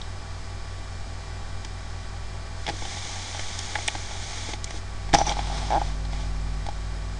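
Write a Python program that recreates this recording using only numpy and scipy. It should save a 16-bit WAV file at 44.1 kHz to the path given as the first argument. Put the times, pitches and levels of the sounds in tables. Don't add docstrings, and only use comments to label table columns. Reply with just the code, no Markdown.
import sys
import numpy as np
from scipy import signal
from scipy.fft import rfft, irfft, next_fast_len
from scipy.io import wavfile

SR = 44100
rng = np.random.default_rng(int(sys.argv[2]) if len(sys.argv) > 2 else 0)


def unload_audio(sound):
    columns = np.transpose(np.atleast_2d(sound))
    steps = np.round(np.clip(columns, -1, 1) * 32767)
    wavfile.write(sys.argv[1], SR, steps.astype(np.int16))


N = 317253
TIME = np.arange(N) / SR
BLOW = TIME[:8192]

MAINS_HZ = 50
MAINS_HARMONICS = [(1, 0), (3, -14), (5, -22.5), (7, -30), (11, -33)]
# time in seconds, level of the fundamental in dB rms.
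HUM_PICKUP = [(0.3, -39.5), (2.35, -37.5), (3.2, -42.5), (4.96, -37.5), (5.15, -30.5), (5.77, -29.5),
              (6.59, -29), (6.7, -36), (6.78, -31.5), (7.1, -32)]
HUM_REFERENCE_DB = -35
FAN_HZ = 94.95
FAN_TONES = [(1, -48.5), (3, -70), (4, -60), (7, -57), (8, -60), (9, -61), (12, -56), (16, -62.5),
             (20, -64.5), (21, -63), (25, -60.5), (33, -66), (34, -75), (44, -75)]
DISK_HZ = 90.05
DISK_TONES = [(1, -40), (9, -64), (36, -74)]
WHINE_HZ = 200
WHINE_TONES = [(1, -59.5), (2, -64), (4, -60), (5, -74), (6, -70), (9, -64), (10, -70.5), (11, -66),
               (12, -65.5), (15, -75), (17, -68), (19, -64.5), (20, -71), (22, -65.5), (23, -87), (24, -68),
               (25, -61.5), (27, -66.5), (32, -74), (33, -69), (35, -69), (38, -74), (40, -68), (43, -92)]
# frequency in Hz, power in dB per Hz.
RUMBLE_SPECTRUM = [(3, -48.5), (8, -50.5), (28, -63), (45, -70), (70, -72), (130, -83.5), (300, -107)]
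# frequency in Hz, power in dB per Hz.
HISS_SPECTRUM = [(100, -73), (300, -78.5), (520, -80), (800, -77.5), (1000, -79.5), (1600, -80.5),
                 (2350, -86), (2550, -88), (3300, -87), (5300, -86), (5650, -88), (8000, -93), (9300, -98),
                 (9700, -105)]

# start in seconds, length in seconds, level in dB against the
# rumble, release in seconds.
SWAYS = [(2.4, 4.75, -3.5, 0.23)]
SWAY_ATTACK_S = 0.14
# frequency in Hz, relative power in dB per Hz.
CLOTH_SPECTRUM = [(250, -3), (560, -7), (820, 6.5), (1080, -7.5), (1600, -1.5), (2280, 4.5), (2600, -7),
                  (3350, 4.5), (4200, 0), (6600, 2.5), (7300, -4), (8400, -7.5), (9300, -8.5),
                  (9650, -21.5)]
# start in seconds, length in seconds, full level in
# dB rms, release in seconds.
CLOTH_SLIDES = [(2.52, 1.92, -37.5, 0.6), (3.92, 0.66, -37.5, 0.07), (4.56, 0.245, -37.5, 0.05)]
SLIDE_ATTACK_S = 0.4
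# frequency in Hz, relative power in dB per Hz.
SKIN_SPECTRUM = [(200, 6.5), (500, -6.5), (1100, 2.5), (1700, -3.5), (2300, 2), (2650, -5.5), (3400, 3),
                 (4300, -1), (5200, 0.5), (6200, -3), (7200, -8), (9300, -12), (9700, -27)]
# start in seconds, length in seconds, full level in dB rms,
# release in seconds.
FINGER_RUBS = [(5.125, 0.14, -33, 0.06), (5.24, 0.11, -31.5, 0.037), (5.33, 0.19, -39.5, 0.02),
               (5.49, 0.24, -37, 0.14), (5.6, 0.38, -42.5, 0.096), (6.1, 0.21, -45, 0.075)]
RUB_ATTACK_S = 0.029
# frequency in Hz, relative power in dB per Hz.
SQUEAK_SPECTRUM = [(4700, -17), (5400, -1), (5950, 7), (6400, -2), (7200, -41)]
# start in seconds, length in seconds, full level in dB rms,
# release in seconds.
SKIN_SQUEAKS = [(5.165, 0.093, -38.5, 0.015), (5.262, 0.027, -28.5, 0.012), (5.287, 0.026, -32, 0.012)]
SQUEAK_ATTACK_S = 0.0072
FIRM_RUB_DB, FIRM_RING_DB, RING_GROWTH = -31.5, -27, 1.74

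# frequency in Hz, starting level in dB before the ring is brought to
# peak 1, time to fall 60 dB in seconds.
CASE_MODES = [(310, -17.5, 0.051), (681, -3, 0.028), (824, 0.5, 0.045), (903, -0.5, 0.012),
              (1626, -15, 0.013)]
# frequency in Hz, starting level in dB before the ring is brought to
# peak 1, time to fall 60 dB in seconds.
MOUNT_MODES = [(30, 0, 0.085), (131.3, 6, 0.028), (184, 5, 0.02), (256, -1.5, 0.029), (323, -1, 0.069),
               (460, -4, 0.044), (550, -8, 0.024)]
# frequency in Hz, relative level in dB.
SHELL_COLOUR = [(600, 10.5), (1100, -1.5), (1650, 6), (2280, 10), (2650, -1), (3350, 7.5), (4300, -1),
                (5200, 3), (6300, -1.5), (7400, -6), (9300, -7.5), (10000, -21.5)]
# time in seconds, peak level in dB.
HAND_BUMPS = [(1.647, -35), (2.682, -23.5), (2.7, -25), (2.734, -31), (2.821, -32), (3.755, -37),
              (3.951, -31), (4.486, -25.5), (4.534, -30), (4.74, -31.5), (5.134, -9), (5.145, -8.5),
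              (5.757, -20.5)]
# time in seconds, peak of the ring in dB, level of the crack in
# dB, centre of the crack in Hz, sharpness of the crack as Q.
CASE_CLICKS = [(.014, -52, -29.5, 3880, 11), (1.6462, -50, -32.5, 6340, 2.1), (1.647, -36, -33.5, 3200, 2),
               (2.665, -32, -22, 3600, 2.6), (2.82, -29.5, -35, 2300, 1.1), (2.851, -34, -31, 2300, 1.1),
               (3.392, -29.5, -24.5, 3020, 0.45), (3.589, -37, -22, 6460, 2.2),
               (3.7535, -25, -16.5, 1870, 1.3), (3.7583, -24.5, -31, 2400, 2),
               (3.7853, -26.5, -29, 2200, 4.1), (3.878, -50, -14, 8400, 3.3), (3.8815, -24, -13, 2740, 3.6),
               (3.95, -25.5, -28.5, 1490, 0.78), (4.11, -30, -35, 2300, 0.86), (4.534, -29, -25, 3500, 1.6),
               (4.6422, -49, -22, 7100, 4.6), (4.672, -41, -35, 2340, 9.2), (4.706, -37, -28.5, 4200, 0.55),
               (5.089, -35, -36, 2200, 0.62), (5.13, -33, -20, 3300, 1.1), (5.1376, -4.5, -10.5, 4000, .5),
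               (5.1422, -24, -11.5, 5400, 3.3), (5.1462, -2.5, -8, 6200, 3), (5.1505, -25, -13, 2420, 0.32),
               (5.1849, -14.5, -16.5, 5860, 15), (5.213, -11, -28.5, 1800, 1),
               (5.2928, -34, -18, 4280, 1.7), (5.32, -27, -25, 3800, 2.3), (5.367, -22.5, -42, 3000, 1.1),
               (5.3896, -18, -27, 2780, 1.1), (5.8145, -16, -37, 2600, .6), (6.05, -36, -35, 4160, 8),
               (6.13, -31.5, -35.5, 2500, 1.1), (6.664, -28.5, -31, 5470, 0.92),
               (6.686, -21.5, -37, 4530, 2.7)]
CRACK_DECAY_MS, CRACK_MIDDLE_HZ, CRACK_SHORTENING = 2.93, 3000, 0.35
LIGHT_CRACK_DB, CRACK_HALVING_DB = -25, 35.5
TICKS_PER_S, TICK_SPREAD_DB = 10, 3
TICK_RING_DB, TICK_CRACK_DB, TICK_HZ, TICK_Q = 2.2, -2.5, 2300, 1.1
# start in seconds, length in seconds, peak of each ring in dB, level of
# the first crack in dB; slips then vary at random.
SWIVEL_CREAKS = [(2.677, 0.024, -22, -22.5), (5.7034, 0.075, -16.3, -30)]
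SLIPS_PER_S, SLIPS_SPEEDUP_PER_S2 = 108, 800
SLIP_SOFTENING_DB_PER_S = 140

CUTOFF_HZ = 10524


def from_db(db):
    return 10 ** (np.asarray(db) / 20)


def rms_one(x):
    return x / np.sqrt(np.mean(x ** 2) + 1e-20)


def colour(x, spectrum):
    hz, db = np.transpose(spectrum)
    bins = np.maximum(np.fft.rfftfreq(len(x), 1 / SR), 1)
    gain = from_db(np.interp(np.log(bins), np.log(hz), db))
    return irfft(rfft(x) * gain, len(x))


def noise(spectrum):
    white = rng.standard_normal(next_fast_len(N))
    return colour(white, spectrum)[:N] * np.sqrt(SR / 2)


def flicker(per_s, depth_db):
    knots = rng.standard_normal(N // 10)
    return from_db(depth_db * np.interp(TIME * per_s, np.arange(len(knots)), knots))


def tones(hz, orders, wander=0):
    speed = 1 + wander * np.interp(TIME * 2, np.arange(32), rng.standard_normal(32))
    turn = 2 * np.pi * hz * np.cumsum(speed) / SR
    out = np.zeros(N)
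    for multiple, db in orders:
        phase = rng.uniform(0, 2 * np.pi)
        out += np.sqrt(2) * from_db(db) * np.sin(round(multiple) * turn + phase)
    return out


def strokes(rows, attack_s):
    power = np.zeros(N)
    for start, length, db, release_s in rows:
        swell = (TIME - start) / attack_s
        letting_go = (start + length - TIME) / release_s
        power += (from_db(db) * np.clip(np.minimum(swell, letting_go), 0, 1)) ** 2
    return np.sqrt(power)


def add(out, s, sound):
    at = int(round(s * SR))
    out[at:at + len(sound)] += sound[:N - at]


def computer():
    fan = tones(FAN_HZ, FAN_TONES, wander=.0004)
    disk = tones(DISK_HZ, DISK_TONES)
    whine = tones(WHINE_HZ, WHINE_TONES)
    return fan + disk + whine + noise(RUMBLE_SPECTRUM) + noise(HISS_SPECTRUM)


def hum(overtone_growth=1.27):
    pickup = from_db(np.interp(TIME, *np.transpose(HUM_PICKUP)) - HUM_REFERENCE_DB)
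    harmonics = []
    for multiple, db in MAINS_HARMONICS:
        wave = np.sin(2 * np.pi * round(multiple) * MAINS_HZ * TIME)
        harmonics.append(np.sqrt(2) * from_db(HUM_REFERENCE_DB + db) * wave)
    base, *overtones = harmonics
    return pickup * base + pickup ** overtone_growth * sum(overtones)


def sway():
    return strokes(SWAYS, SWAY_ATTACK_S) * noise(RUMBLE_SPECTRUM)


def cloth(slide):
    return slide * rms_one(noise(CLOTH_SPECTRUM) * flicker(per_s=150, depth_db=0.6))


def fingers(rub):
    return rub * rms_one(noise(SKIN_SPECTRUM) * flicker(per_s=62, depth_db=1.0))


def squeaks():
    squeal = strokes(SKIN_SQUEAKS, SQUEAK_ATTACK_S)
    return squeal * rms_one(noise(SQUEAK_SPECTRUM) * flicker(per_s=410, depth_db=1.5))


def ringing(modes):
    out = np.zeros(len(BLOW))
    for k, (hz, db, t60) in enumerate(modes):
        out += (-1) ** k * from_db(db - 60 * BLOW / t60) * np.sin(2 * np.pi * hz * BLOW)
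    return out / np.abs(out).max()


def rubbed_case(rub):
    ring = from_db(FIRM_RING_DB) * (rub / from_db(FIRM_RUB_DB)) ** RING_GROWTH
    catches = rng.standard_normal(N) * flicker(per_s=610, depth_db=7)
    return ring * rms_one(signal.fftconvolve(catches, ringing(CASE_MODES))[:N])


def gripped_case(detune=0.024):
    return ringing([(hz * (1 + detune * rng.standard_normal()), db, t60) for hz, db, t60 in CASE_MODES])


def crack(centre_hz, decay_ms, sharpness, rise_share=1.0):
    band = signal.iirpeak(min(centre_hz, SR / 4), max(sharpness, .5), fs=SR)
    age = 1000 * BLOW / max(decay_ms, .2)
    envelope = np.exp(-age) * (1 - np.exp(-age / rise_share))
    fractures = rng.standard_normal(len(BLOW)) * envelope
    burst = colour(signal.lfilter(*band, fractures), SHELL_COLOUR)
    burst[len(BLOW) // 2:] = 0
    return burst * np.sqrt(np.sum(np.exp(-2 * age)) / np.sum(burst ** 2))


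def click(ring_db, crack_db, crack_hz, sharpness):
    pitch_factor = (CRACK_MIDDLE_HZ / crack_hz) ** CRACK_SHORTENING
    level_factor = 2 ** ((LIGHT_CRACK_DB - crack_db) / CRACK_HALVING_DB)
    snap = crack(crack_hz, CRACK_DECAY_MS * pitch_factor * level_factor, sharpness)
    return from_db(ring_db) * gripped_case() + from_db(crack_db) * snap


def ticks(motion):
    out = np.zeros(N)
    shifts = (rng.random(N) < TICKS_PER_S / SR) & (motion > 0)
    for at in np.flatnonzero(shifts):
        db = 20 * np.log10(motion[at]) + TICK_SPREAD_DB * rng.standard_normal()
        add(out, at / SR, click(db + TICK_RING_DB, db + TICK_CRACK_DB, TICK_HZ, TICK_Q))
    return out


def creak(uneven_db=1.5):
    out, case = np.zeros(N), ringing(CASE_MODES)
    for start, length, ring_db, crack_db in SWIVEL_CREAKS:
        age = 0
        while age < length:
            snap_gain = from_db(crack_db - SLIP_SOFTENING_DB_PER_S * age)
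            snap = snap_gain * crack(centre_hz=3080, decay_ms=3.63, sharpness=0.75)
            uneven = from_db(uneven_db * rng.standard_normal())
            add(out, start + age, uneven * (from_db(ring_db) * case + snap))
            age += 1 / (SLIPS_PER_S + SLIPS_SPEEDUP_PER_S2 * age)
    return out


def knocks():
    out, mount = np.zeros(N), ringing(MOUNT_MODES)
    for s, *blow in CASE_CLICKS:
        add(out, s, click(*blow))
    for s, db in HAND_BUMPS:
        add(out, s, from_db(db) * mount)
    return out


def scene():
    slide = strokes(CLOTH_SLIDES, SLIDE_ATTACK_S)
    rub = strokes(FINGER_RUBS, RUB_ATTACK_S)
    background = computer() + hum()
    rustle = sway() + cloth(slide) + fingers(rub) + squeaks() + rubbed_case(rub)
    return (background + rustle + ticks(slide + rub) + creak() + knocks())[None]


def record(dry, top=0.51):
    rounded = dry / (1 + (dry / top) ** 4) ** (1 / 4)
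    return signal.sosfilt(signal.butter(16, CUTOFF_HZ, fs=SR, output="sos"), rounded)


dry = scene()
out = record(dry)
unload_audio(out)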